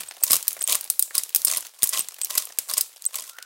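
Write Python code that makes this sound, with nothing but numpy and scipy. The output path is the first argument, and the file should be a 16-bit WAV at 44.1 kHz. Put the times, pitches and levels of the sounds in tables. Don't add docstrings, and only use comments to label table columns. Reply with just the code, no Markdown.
import sys
import numpy as np
from scipy import signal
from scipy.fft import rfft, irfft
from scipy.io import wavfile
from scipy.ndimage import uniform_filter1d

SR = 44100
rng = np.random.default_rng(int(sys.argv[2]) if len(sys.argv) > 2 else 0)


def int16_out(signal):
    q = np.round(np.clip(np.atleast_2d(signal).T, -1, 1) * 32767)
    wavfile.write(sys.argv[1], SR, q.astype(np.int16))


N = 152145

# frequency_hz, level_db
CRUNCH_COLOUR = [(50, -64.5), (220, -19), (480, -22), (850, -16), (1700, -12.5), (3300, -3.5), (5700, -2),
                 (8500, 2.5), (11000, -1.5), (15500, -5.5)]
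BAND_EDGES_HZ = (30, 400, 900, 1350, 2300, 3500, 5000, 7000, 9500, 12500, 19000)
HIT_SIZE = 2048


def from_db(db):
    return 10 ** (np.asarray(db) / 20)


def rms_one(x):
    return x / np.sqrt(np.mean(x ** 2) + 1e-20)


def add(out, s, sound):
    start = max(int(s * SR), 0)
    out[start:start + len(sound)] += sound[:max(len(out) - start, 0)]


def band(x, low_hz, high_hz):
    return signal.sosfilt(signal.butter(3, [low_hz, high_hz], "band", fs=SR, output="sos"), x)


def coloured(x, colour):
    hz, db = np.transpose(colour)
    grid = np.maximum(np.arange(HIT_SIZE // 2 + 1) * SR / HIT_SIZE, 1)
    gain = from_db(np.interp(np.log(grid), np.log(hz), db))
    cepstrum = irfft(np.log(gain))
    cepstrum[1:HIT_SIZE // 2] *= 2
    cepstrum[HIT_SIZE // 2 + 1:] = 0
    kernel = irfft(np.exp(rfft(cepstrum)))
    if x.ndim > 1:
        kernel = kernel[None]
    return signal.fftconvolve(x, kernel, axes=-1)[..., :x.shape[-1]]


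def resonate(x, modes):
    out = x
    for hz, width_hz, db in modes:
        r = np.exp(-np.pi * width_hz / SR)
        poles = [1, -2 * r * np.cos(2 * np.pi * hz / SR), r * r]
        ringing = signal.lfilter([1, 0, -1], poles, x)
        out = out + from_db(db) * (1 - r * r) / 2 * ringing
    return out


def fractures(count, decay_s):
    crack_decay_s, crack_db = 0.00072, 3.5
    t = np.arange(HIT_SIZE) / SR
    envelope = np.exp(-t / decay_s) + from_db(crack_db) * np.exp(-t / crack_decay_s)
    return rng.standard_normal((count, HIT_SIZE)) * envelope


def kernel_hits(count, decay_s):
    pitch_edges = np.array((2500, 5130, 6790, 13110))
    width_hz, ring_db = 620, 2.5
    pitches = pitch_edges[:-1] + np.diff(pitch_edges) * rng.random((count, len(pitch_edges) - 1))
    hits = []
    for hit, own_pitches in zip(fractures(count, decay_s), pitches):
        hits.append(resonate(hit, [(hz, width_hz, ring_db) for hz in own_pitches]))
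    return np.array(hits)


def placed(times, levels_db, hits):
    out = np.zeros(N)
    for s, db, hit in zip(times, levels_db, hits):
        add(out, s, from_db(db) * hit * np.sqrt(.005 * SR / np.sum(hit ** 2)))
    return out


def crackle(per_s, spread_db):
    grain_decay_s, patchy_db = 0.003, 5.5
    starts = rng.random(N) < per_s / SR
    sizes_db = spread_db * np.minimum(rng.exponential(1, N), 3)
    energy = starts * from_db(sizes_db) ** 2 + 1e-9
    dying = [1, -np.exp(-2 / (grain_decay_s * SR))]
    usual = uniform_filter1d(signal.lfilter([1], dying, energy), size=900)
    out = 0
    for low_hz, high_hz in zip(BAND_EDGES_HZ, BAND_EDGES_HZ[1:]):
        patchiness = from_db(patchy_db * 2 * (rng.random(N) - .5)) ** 2
        power = signal.lfilter([1], dying, energy * patchiness)
        evened = np.sqrt(power / (usual + 0.61 * usual.mean()))
        out = out + band(rng.standard_normal(N) * evened, low_hz, high_hz)
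    return rms_one(out)


def room(x):
    # frequency_hz, level_db
    room_colour = [(500, -2.5), (1700, -3), (3200, -0.5), (9000, -4.5), (15500, -4)]
    room_db, t60_s = -10, 0.3
    t = np.arange(SR // 2) / SR
    decay = from_db(-60 * t / t60_s) ** 2
    out = 0
    for low_hz, high_hz in zip(BAND_EDGES_HZ, BAND_EDGES_HZ[1:]):
        energy = signal.fftconvolve(band(x, low_hz, high_hz) ** 2, decay / decay.sum())[:N]
        noise = rms_one(band(rng.standard_normal(N), low_hz, high_hz))
        out = out + np.sqrt(np.abs(energy)) * noise
    return from_db(room_db) * coloured(out, room_colour)


def whistle():
    # time_s, pitch_hz, level_db
    whistle_course = [(3.285, 1390, -71), (3.321, 1375, -56), (3.45, 1496, -54)]
    waver_hz, flicker_db = 55, 4
    s, hz, db = np.transpose(whistle_course)
    t = np.arange(N) / SR
    waver, flicker = rms_one(band(rng.standard_normal((2, N)), 17, 110))
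    pitch = np.interp(t, s, hz) + waver_hz * waver
    level = from_db(np.interp(t, s, db) + flicker_db * flicker)
    return (t > s[0]) * level * np.sqrt(2) * np.sin(2 * np.pi * np.cumsum(pitch) / SR)


def groan():
    start_hz, sag_hz_per_s, level_db, t60_s = 216, 1700, -56, 0.25
    t = np.arange(SR // 4) / SR
    pitch = np.maximum(start_hz - sag_hz_per_s * t, 0)
    level = from_db(level_db - 60 * t / t60_s)
    out = np.zeros(N)
    add(out, 0, level * np.sin(2 * np.pi * np.cumsum(pitch) / SR))
    return out


def rustle():
    # time_s, level_db
    rustle_levels = [(0, -40), (.15, -47), (.45, -42.5), (.85, -44.5), (.97, -53), (1.662, -43),
                     (1.72, -55), (2.08, -45.5), (2.5, -45.5), (2.85, -51.5), (3.45, -54.5)]
    # frequency_hz, level_db
    rustle_colour = [(40, -31), (110, -19.5), (240, -16.5), (500, -1), (1600, -1.5), (3600, 0.5),
                     (9000, 0.5), (15500, -3.5)]
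    grains_per_s, spread_db, hiss_db = 300, 8, -7
    grains = crackle(grains_per_s, spread_db) + from_db(hiss_db) * rng.standard_normal(N)
    level = from_db(np.interp(np.arange(N) / SR, *np.transpose(rustle_levels)))
    return level * rms_one(coloured(grains, rustle_colour))


def plops():
    # start_s, level_db (before the trim), top_hz
    landing_events = [(0.111, -49, 3000), (0.172, -57.5, 1000), (0.217, -52.5, 1000), (0.566, -48.5, 3000),
                      (0.576, -54, 2500), (0.613, -48, 2320), (1.109, -47.5, 4060), (2.503, -53.5, 2300),
                      (3.385, -45.5, 2400)]
    # frequency_hz, level_db
    plop_colour = [(200, -30.5), (450, -5.5), (700, -2.5), (1000, -11), (1800, -1), (3000, -14.5)]
    trim_db, decay_s = 9.5, 0.0048
    s, db, top_hz = np.transpose(landing_events)
    landings = coloured(fractures(len(s), decay_s), plop_colour)
    dulled = [band(hit, 150, hz) for hit, hz in zip(landings, top_hz)]
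    return placed(s, db + trim_db, dulled)


def pings():
    # start_s, level_db (before trim and envelope), pitch_hz
    flicks = [(.087, -24, 8270), (0.227, -17.5, 8120), (0.61, -16, 8120), (0.6397, -11, 8480),
              (2.0067, -14, 8210), (2.2184, -19, 8100), (2.2338, -15.5, 8180), (3.063, -7.5, 8150)]
    trim_db, t60_s, attack_s = -4, 0.024, 0.00029
    out, t = np.zeros(N), np.arange(HIT_SIZE) / SR
    for s, db, hz in flicks:
        envelope = from_db(db + trim_db - 60 * t / t60_s) * (1 - np.exp(-t / attack_s))
        add(out, s, envelope * 2 * np.sin(2 * np.pi * hz * t))
    return out


def ticks():
    # start_s, treble_db, middle_db (levels before the trim)
    strikes = [(0.111, -49, -38.5), (0.427, -30.5, -39), (0.508, -34, -39), (0.53, -29, -50),
               (0.619, -32, -34), (0.626, -26, -48), (0.6757, -22, -29), (0.81, -28, -42.5),
               (0.8425, -32.5, -44.5), (1.2353, -26, -36.5), (1.293, -36.5, -44), (1.418, -32, -38),
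               (1.514, -23.5, -27.5), (1.6073, -32.5, -48), (1.668, -39.5, -43), (1.8228, -32, -31.5),
               (1.873, -24, -37.5), (2.086, -31, -40.5), (2.143, -40, -47), (2.215, -26.5, -30.5),
               (2.247, -22.5, -38), (2.256, -39, -39), (2.308, -32, -32), (2.454, -31, -60),
               (2.969, -54, -49), (3.022, -38.5, -46.5), (3.042, -51, -42.5), (3.053, -26, -40.5),
               (3.156, -25, -37.5), (3.296, -42, -41.5), (3.386, -46, -41), (3.426, -41, -39.5)]
    trim_db, decay_s = 2.5, 0.0027
    s, treble_db, middle_db = np.transpose(strikes)
    clicks = coloured(kernel_hits(len(s), decay_s), CRUNCH_COLOUR)
    treble = placed(s, treble_db + trim_db, band(clicks, 9500, 21168))
    middle = placed(s, middle_db + trim_db, band(clicks, 690, 6260))
    return treble + middle


def twist_force():
    # start_s, end_s, force_db
    wrings = [(-0.006, 0.014, -42), (0.262, 0.32, -43.5), (0.301, 0.336, -27), (0.683, 0.753, -30.5),
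              (1.142, 1.183, -35), (1.465, 1.575, -35), (1.854, 1.835, -28), (1.923, 1.993, -31),
              (2.293, 2.416, -37), (2.684, 2.73, -37), (2.768, 2.777, -29.5), (3.129, 3.201, -42),
              (3.216, 3.308, -48.5)]
    attack_s, release_s = 0.0042, 0.012
    grip_s, grip_db = 0.057, -21.5
    t, force = np.arange(N) / SR, np.zeros(N)
    for start, end, db in wrings:
        grip = from_db(grip_db) * np.exp(np.minimum(t - start, 0) / grip_s)
        wring = np.clip((t - start) / attack_s, 0, 1)
        release = np.exp(-np.maximum(t - end, 0) / release_s)
        force += from_db(db) * np.maximum(grip, wring) * release
    return force


def in_pipe(x):
    # pitch_hz, width_hz, gain_db over the plain sound
    pipe_modes = [(613, 109, 16), (1056, 69, 19.1), (1958, 22, 11.5)]
    wander = .009
    speed = 1 + wander * rms_one(band(rng.standard_normal(N), 3, 11.58))
    ringing = resonate(x, pipe_modes) - x
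    return np.interp(np.cumsum(speed), np.arange(N), ringing) + x


def crunch():
    grains_per_s, spread_db = 450, 7.5
    crunch_db, rub_db = 7, -10
    force = twist_force()
    grinding = crackle(grains_per_s, spread_db) + from_db(rub_db) * rng.standard_normal(N)
    sound = coloured(force * in_pipe(grinding), CRUNCH_COLOUR)
    return from_db(crunch_db) * rms_one(sound) * np.sqrt(np.mean(force ** 2))


def snaps():
    # start_s, crack_treble_db, knock_middle_db, thump_low_db (before the trims)
    breaks = [(0.236, -13, -30, -39), (0.238, -17, -25, -65), (0.308, -19, -21.5, -32),
              (0.3184, -13.5, -42, -52), (0.3314, -14, -27, -40.5), (0.343, -21, -27, -38),
              (0.3556, -23, -25, -58), (0.366, -23, -28, -45), (0.4799, -14.5, -28, -43),
              (0.723, -20, -26, -48), (0.753, -19.5, -32, -42), (0.9007, -15.5, -27, -43),
              (0.994, -12.5, -27.5, -48.5), (1.0246, -17, -29, -54), (1.152, -21.5, -27, -66),
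              (1.1801, -16, -22, -45), (1.348, -15, -25.5, -60), (1.3602, -13.5, -24.5, -36.5),
              (1.4487, -11.5, -30.5, -38), (1.473, -33, -25.5, -51), (1.4818, -25, -24.5, -40),
              (1.5719, -20.5, -29.5, -41.5), (1.831, -14.5, -22.5, -30.5), (1.8393, -14, -25.5, -52),
              (1.892, -20.5, -35.5, -74), (1.9928, -20.5, -30.5, -38.5), (2.3759, -23.5, -29, -44),
              (2.3791, -17, -19.5, -50), (2.5867, -19.5, -24, -45.5), (2.737, -24, -25, -47),
              (2.7799, -18, -23.5, -41.5), (2.8098, -17, -25, -48)]
    # pitch_hz, width_hz, gain_db over the plain click
    nail_modes = [(5085, 89, 6.5), (8050, 240, -0.5), (9100, 1600, -8)]
    # frequency_hz, level_db
    snap_colour = [(300, -12.5), (700, -17.5), (1800, -13.5), (3200, -13), (4700, -7), (7400, -10.5),
                   (8500, -3), (10900, -9.5), (11900, -7.5), (15500, -12)]
    thump_colour = [(35, -11), (160, 0.5), (500, 0)]
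    crack_trim_db, knock_trim_db, thump_trim_db = 3, 2.5, -4
    snap_decay_s, thump_decay_s = 0.0042, 0.004
    s, treble_db, middle_db, low_db = np.transpose(breaks)
    cracks = coloured(resonate(kernel_hits(len(s), snap_decay_s), nail_modes), snap_colour)
    jolts = fractures(len(s), thump_decay_s)
    jolts[:, 0] += np.sqrt(np.sum(jolts ** 2, axis=1)) * 2
    thumps = band(coloured(jolts, thump_colour), 22, 530)
    treble = placed(s, treble_db + crack_trim_db, band(cracks, 9950, 21168))
    middle = placed(s, middle_db + knock_trim_db, band(cracks, 440, 8100))
    low = placed(s, low_db + thump_trim_db, thumps)
    return treble + middle + low


def scene():
    ping_room_db = -19
    shelling = snaps() + ticks() + plops() + crunch() + groan() + whistle()
    nails = pings()
    tail = room(shelling + from_db(ping_room_db) * nails)
    return (shelling + nails + tail + rustle())[None]


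def record(dry):
    cutoff_hz = 15900
    rounded = 1.3 * np.tanh(dry / 1.3)
    return signal.sosfilt(signal.ellip(10, .2, 70, cutoff_hz, fs=SR, output="sos"), rounded)


dry = scene()
out = record(dry)
int16_out(out)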